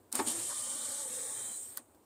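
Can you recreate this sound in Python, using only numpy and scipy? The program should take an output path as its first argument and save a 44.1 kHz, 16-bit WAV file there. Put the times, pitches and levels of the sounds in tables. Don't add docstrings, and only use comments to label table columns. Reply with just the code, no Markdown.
import sys
import numpy as np
from scipy import signal
from scipy.fft import rfft, irfft
from scipy.io import wavfile
from scipy.ndimage import map_coordinates

SR = 44100
rng = np.random.default_rng(int(sys.argv[2]) if len(sys.argv) > 2 else 0)


def master(y):
    cut = np.clip(np.atleast_2d(y).T, -1, 1)
    pcm = np.round(cut * 32767)
    wavfile.write(sys.argv[1], SR, pcm.astype(np.int16))


def linear_from_db(decibels):
    return 10 ** (np.asarray(decibels, float) / 20)


N = 90404
T = np.arange(N) / SR
CUTOFF_HZ = 15950
FADE_S = 0.04


def rms_one(x):
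    return x / np.sqrt(np.mean(x ** 2) + 1e-20)


def in_time(rows):
    s, *columns = np.transpose(rows)
    return [np.interp(T, s, c) for c in columns]


def gate(start, end, fade_s):
    return np.clip(np.minimum(T - start, end - T) / fade_s, 0, 1)


def drift(rate):
    step, settle = 40, 2000
    r = np.exp(-2 * np.pi * rate * step / SR)
    noise = rng.standard_normal(N // step + settle + 2)
    slow = rms_one(signal.lfilter([1], [1, -2 * r, r * r], noise)[settle:])
    return np.interp(np.arange(N) / step, np.arange(len(slow)), slow)


def resonances(x, table, patchy_db=0):
    out = 0
    for k, (hz, width, db) in enumerate(table):
        r = np.exp(-np.pi * width / SR)
        poles = [1, -2 * r * np.cos(2 * np.pi * hz / SR), r * r]
        rung = signal.lfilter([1, 0, -1], poles, x + 1e-18) * np.sqrt(1 - r * r) / 2
        swell = patchy_db * drift(9.8) if patchy_db else 0
        out = out + (-1) ** k * rung * linear_from_db(db + swell)
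    return out


def colour(x, spectrum, patchy_db, rate):
    hz = np.maximum(np.arange(N // 2 + 1) * SR / N, 1)
    points_hz, points_db = np.array(spectrum).T
    shaped = rfft(x) * linear_from_db(np.interp(np.log(hz), np.log(points_hz), points_db))
    shaped = shaped * (hz < CUTOFF_HZ) * np.minimum(1, hz / points_hz[0]) ** 3
    place = 3 * np.log2(np.clip(hz, 60, 16000) / 60)
    first = max(0, int(3 * np.log2(points_hz[0] / 240)))
    out = 0
    for k in range(first, int(place.max()) + 2):
        band = irfft(shaped * np.maximum(0, 1 - abs(place - k)), N)
        out = out + band * linear_from_db(patchy_db * drift(rate))
    return rms_one(out)


def bursts(rows, rise_s):
    s, db, t60, *weights = np.array(rows).T[:, :, None]
    rise = np.clip((T - s) / rise_s, 0, 1)
    shape = rise * linear_from_db(db - 60 * np.maximum(T - s - rise_s, 0) / t60)
    return [rng.standard_normal(N) * (shape * linear_from_db(w)).sum(axis=0) for w in [0, *weights]]


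def cabin():
    # f/Hz, level/dB per Hz
    spectrum = [(30, -17), (100, 1.5), (165, -9.5), (264, 2), (1000, -6), (1900, -20.5), (8800, -29),
                (15700, -16.5)]
    return linear_from_db(-65.5) * colour(rng.standard_normal(N), spectrum, patchy_db=-1.5, rate=18.0)


def seals():
    # t/s, hiss level/dB, pane ringing against the hiss/dB
    slide = [(.115, -77.5, -21), (.15, -42.5, 1.5), (.165, -39, -16), (.2, -39.5, -4.5), (.235, -45, -41),
             (.26, -41, -12.5), (.275, -32, -10), (.31, -36.5, -9.5), (.36, -39, -13), (.6, -38, -13),
             (1.03, -39, -13), (1.07, -41, -16.5), (1.12, -40, -15.5), (1.58, -41, -23), (1.7, -53, -14.5),
             (1.79, -60.5, -9.5), (1.87, -73, -42), (2.05, -79.5, -3)]
    # f/Hz, level/dB per Hz
    seal_spectrum = [(5000, -52), (6000, -19.5), (6630, -11.5), (8390, -1), (9680, -5.5), (10500, -22),
                     (12000, -33), (15700, -32)]
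    # f/Hz, level/dB per Hz
    pane_spectrum = [(2500, -9), (3100, -4), (3800, -3), (4500, -3), (4900, -10.5), (5300, -4),
                     (5800, -4.5), (6500, -20.5)]
    # f/Hz, width/Hz, level/dB
    pane_modes = [(3530, 71, -15), (3750, 82, -14.5), (4816, 105, -10), (5500, 40, -38)]
    grains_per_s, grain_share, grain_spread_db = 3000, 0.32, 4
    db, pane_db = in_time(slide)
    sizes = linear_from_db(grain_spread_db * np.minimum(rng.exponential(1, N), 5)) * rng.choice([-1, 1], N)
    grains = rms_one(sizes * (rng.random(N) < grains_per_s / SR))
    rub = grain_share * grains + rng.standard_normal(N)
    pane = colour(rub, pane_spectrum, patchy_db=2.0, rate=8.0)
    pane = pane + resonances(rng.standard_normal(N), pane_modes, patchy_db=1.0)
    hiss = colour(rub, seal_spectrum, patchy_db=0.6, rate=10)
    return linear_from_db(db + 0.48 * drift(16.5)) * (hiss + linear_from_db(pane_db) * pane)


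def reflections(x, count=6):
    shortest_s, longest_s, glide_s, echo_db = 0.000978, 0.009, 2.5e-5, -12
    echoes = 0
    for k, lag in enumerate(rng.uniform(shortest_s, longest_s, count)):
        creeping = lag + glide_s * drift(1.0)
        echoes = echoes + (-1) ** k * map_coordinates(x, [np.arange(N) - creeping * SR], order=2)
    return (x + linear_from_db(echo_db) * echoes) / np.sqrt(1 + count * linear_from_db(2 * echo_db))


def switch():
    # t/s, level/dB, t60/s, housing/dB, top edge/dB
    clicks = [(.117, -48, 0.15, -9, -15), (.126, -23, 0.0067, -30, -20), (.128, -46, 0.074, -18, -1),
              (.156, -36.5, 0.072, -12, -9), (1.7695, -42, 0.025, -1.5, -16),
              (1.772, -35, 0.0088, -12.5, 4.5), (1.7733, -38.5, 0.008, -16, 2),
              (1.775, -48, 0.048, -4.5, -1), (1.7805, -45, 0.01, -12, -10), (1.788, -51, .012, -18, -9),
              (1.946, -64, 0.03, -4.5, -1)]
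    # f/Hz, width/Hz, level/dB
    crack_modes = [(9230, 800, 2), (4000, 2000, -8.5), (11500, 900, -11)]
    # f/Hz, width/Hz, level/dB
    body_modes = [(1180, 130, -1.5), (1525, 190, -2), (1960, 120, -6.5), (650, 120, -9), (4180, 1300, -3)]
    # f/Hz, width/Hz, level/dB
    edge_modes = [(11070, 460, -7.5), (12760, 1400, -6), (14200, 820, -2), (15400, 1100, -8)]
    crack, body, edge = bursts(clicks, rise_s=0.0009)
    snap = resonances(crack, crack_modes) + resonances(body, body_modes) + resonances(edge, edge_modes)
    return signal.sosfilt(signal.cheby2(14, 60, 17000, fs=SR, output="sos"), snap)


def motor():
    # t/s, commutator f/Hz, effort/dB, tone/dB
    run = [(.12, 200, -97, -101), (.15, 260, -43.5, -52), (.26, 300, -53, -56), (.4, 345.6, -51, -50.5),
           (.46, 360, -55.5, -61), (.5, 600, -54, -62), (.82, 589.6, -55, -63), (.9, 560, -52.5, -61),
           (1.07, 540, -57, -55), (1.1, 495, -52.5, -58), (1.28, 512, -53, -55.5), (1.4, 430, -53, -65.5),
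           (1.53, 423, -57, -103), (1.6, 400, -65.5, -69), (1.8, 350, -62.5, -84), (1.85, 350, -100, -110)]
    # f/Hz, level/dB per Hz
    door_spectrum = [(60, -36), (110, -6.5), (165, -18), (240, -6.5), (400, -19), (700, -7.5),
                     (2350, -15.5), (2900, -19)]
    # f/Hz, width/Hz, level/dB
    panels = [(230, 27, -19.5), (312, 120, -13), (536.5, 35, -8.5), (1808, 110, -11)]
    wobble_hz, throb_depth, octave_db = 18, 0.64, -22
    hz, effort_db, tone_db = in_time(run)
    phase = 2 * np.pi * np.cumsum(hz + wobble_hz * drift(41.8)) / SR
    brush = rng.standard_normal((2, N)) * (1 + throb_depth * np.sin(phase))
    door = colour(brush[0], door_spectrum, patchy_db=1.0, rate=13.2)
    door = door + resonances(brush[1], panels, patchy_db=2.0)
    tone = np.sin(phase) * linear_from_db(3.5 * drift(22.0))
    octave = np.sin(2 * phase) * linear_from_db(octave_db + 1.7 * drift(2.0))
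    return linear_from_db(effort_db) * door + linear_from_db(tone_db) * (tone + octave)


def brushes():
    high = signal.butter(4, 11300, "high", fs=SR, output="sos")
    hiss = signal.sosfilt(high, rng.standard_normal(N))
    return linear_from_db(-64 + 7.5 * T) * hiss * gate(0.12, 1.79, 0.015)


def squeaks():
    # start t/s, end t/s, f/Hz, width/Hz, level/dB
    rows = [(0.17, .55, 11600, 110, -58.5), (.26, 0.64, 11230, 140, -55), (.85, 1.197, 16000, 95, -68),
            (0.82, 1.24, 11330, 120, -60), (1.3, 1.613, 4010, 84, -63), (1.34, 1.57, 3150, 120, -62),
            (1.3, 1.32, 11000, 150, -62), (1.07, 1.5, 3720, 160, -63), (0.398, 0.774, 1200, 34, -60.5),
            (0.73, 1.08, 1150, 130, -60), (0.53, 0.775, 1060, 74, -63.5), (0.65, .86, 855, 66, -61.5),
            (0.863, 1.1, 868, 87, -60), (1.25, 1.4, 866, 83, -61), (1.26, 1.36, 1100, 49, -62),
            (0.66, 1.03, 1480, 150, -64.5), (1.05, 1.3, 480, 120, -58.5), (1.28, 1.43, 424, 70, -63),
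            (0.31, 0.47, 512, 71, -58), (0.587, 0.926, 552, 140, -62), (0.61, 0.886, 241, 48, -63.5),
            (0.226, 0.52, 107.4, 40, -61.5), (1.366, 1.55, 116, 52, -68), (.95, 1.76, 8450, 600, -51.5),
            (1.45, 1.74, 5600, 150, -64.5), (0.16, .34, 606, 200, -56), (0.19, 0.285, 880, 240, -54),
            (0.124, 0.23, 930, 410, -51.5)]
    out = 0
    for start, end, hz, width, db in rows:
        mode = [(hz, width, 0)]
        whistle = rms_one(resonances(resonances(rng.standard_normal(N), mode), mode))
        out = out + linear_from_db(db) * whistle * gate(start, end, FADE_S)
    return out


def lift():
    # t/s, low level/dB, t60/s, high part against low/dB
    knocks = [
        (.13, -50, 0.67, 0.5),
        (.188, -36, 0.083, 5.5),
        (.194, -38, 0.071, -4),
        (.21, -49.5, 0.32, -5),
        (.265, -51.5, 0.34, 3),
        (.745, -54.5, 0.092, -10),
        (1.05, -49.5, 0.027, -23),
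        (1.785, -58, 0.1, -6),
    ]
    # f/Hz, width/Hz, level/dB
    low_modes = [(237.6, 52, 1.5), (326, 80, 5), (450, 440, 2.5)]
    # f/Hz, width/Hz, level/dB
    high_modes = [(880, 49, -4), (960, 64, -6), (1130, 103, -3.5), (1730, 620, -7), (2270, 570, -9.5)]
    # f/Hz, width/Hz, level/dB
    jolt_modes = [(1060, 200, 5), (1230, 230, 2.5), (1430, 230, 0), (1830, 88, -2)]
    low, high = bursts(knocks, rise_s=0.004)
    jolt, = bursts([(0.486, -47, 0.12)], rise_s=0.025)
    return resonances(low, low_modes) + resonances(high, high_modes) + resonances(jolt, jolt_modes)


def jerks():
    # t/s, level/dB, t60/s
    rows = [
        (.1524, -19, 0.005),
        (.1538, -21, 0.0058),
        (.268, -36, 0.078),
        (.283, -28, 0.011),
        (.303, -34, 0.034),
        (.315, -32, .025),
    ]
    # f/Hz, width/Hz, level/dB
    snap_modes = [(9420, 1370, 2), (7560, 2400, -9), (12600, 5300, -13)]
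    snaps, = bursts(rows, rise_s=0.0013)
    return resonances(snaps, snap_modes)


def thud():
    # t/s, level/dB
    blows = [
        (.1905, -29),
        (.1955, -29),
        (0.2, -31.5),
    ]
    # f/Hz, level/dB, t60/s
    door_modes = [(279, -2.5, 0.078), (382, -5.5, 0.064), (560, -13, .04), (882, -6.5, 0.055),
                  (1148, -5.5, 0.045), (1460, -10.5, 0.036), (1787, -15, 0.044)]
    impulses, out = np.full(N, 1e-18), 0
    for s, db in blows:
        impulses[int(s * SR)] = linear_from_db(db)
    for k, (hz, db, t60) in enumerate(door_modes):
        r = linear_from_db(-60 / (t60 * SR))
        poles = [1, -2 * r * np.cos(2 * np.pi * hz / SR), r * r]
        out = out + (-1) ** k * linear_from_db(db) * signal.lfilter([0.5, 0, -0.5], poles, impulses)
    return out


def notch(x, hz, depth, width_hz):
    turn = np.exp(2j * np.pi * np.cumsum(hz) / SR)
    low = signal.butter(2, width_hz, fs=SR, output="sos")
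    band = signal.sosfiltfilt(low, x / turn) * turn
    return x - 2 * depth * band.real


def cancellations(x):
    # t/s, f/Hz, depth/0-1
    moving = [(.45, 2600, 0), (.55, 2650, .95), (1.08, 2600, .9), (1.11, 3030, .95), (1.33, 2980, .97),
              (1.36, 2880, .85), (1.47, 2860, .85), (1.49, 2700, .97), (1.65, 2750, .5)]
    # start t/s, end t/s, f/Hz, half width/Hz
    holes = [(.5, 1.45, 700, 45), (.72, 1.4, 1000, 35), (.5, 1.05, 410, 30), (1.18, 1.38, 1430, 50),
             (.52, .83, 1680, 35), (.1, 2.0, 165, 20), (1.05, 1.4, 4500, 90), (1.14, 1.47, 2600, 70),
             (1.42, 1.52, 5100, 110), (.62, .82, 5150, 90), (.11, .29, 5950, 130), (1.44, 1.79, 10050, 380),
             (1.42, 1.79, 5800, 550), (1.03, 1.11, 5300, 900)]
    x = notch(x, *in_time(moving), 110)
    for start, end, hz, width in holes:
        depth = 0.85 if width < 250 else 0.5
        x = notch(x, np.full(N, hz), depth * gate(start, end, FADE_S), width)
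    return x


def scene():
    through_door = cancellations(reflections(seals()) + motor() + squeaks() + lift())
    steady = through_door + brushes() + cabin() + jerks() + thud()
    top = signal.cheby2(20, 70, CUTOFF_HZ + 50, fs=SR, output="sos")
    return (signal.sosfilt(top, steady) + switch())[None]


def band_limit(x):
    return signal.sosfilt(signal.butter(12, 16990, fs=SR, output="sos"), x)


def record(dry):
    return band_limit(dry)


dry = scene()
out = record(dry)
master(out)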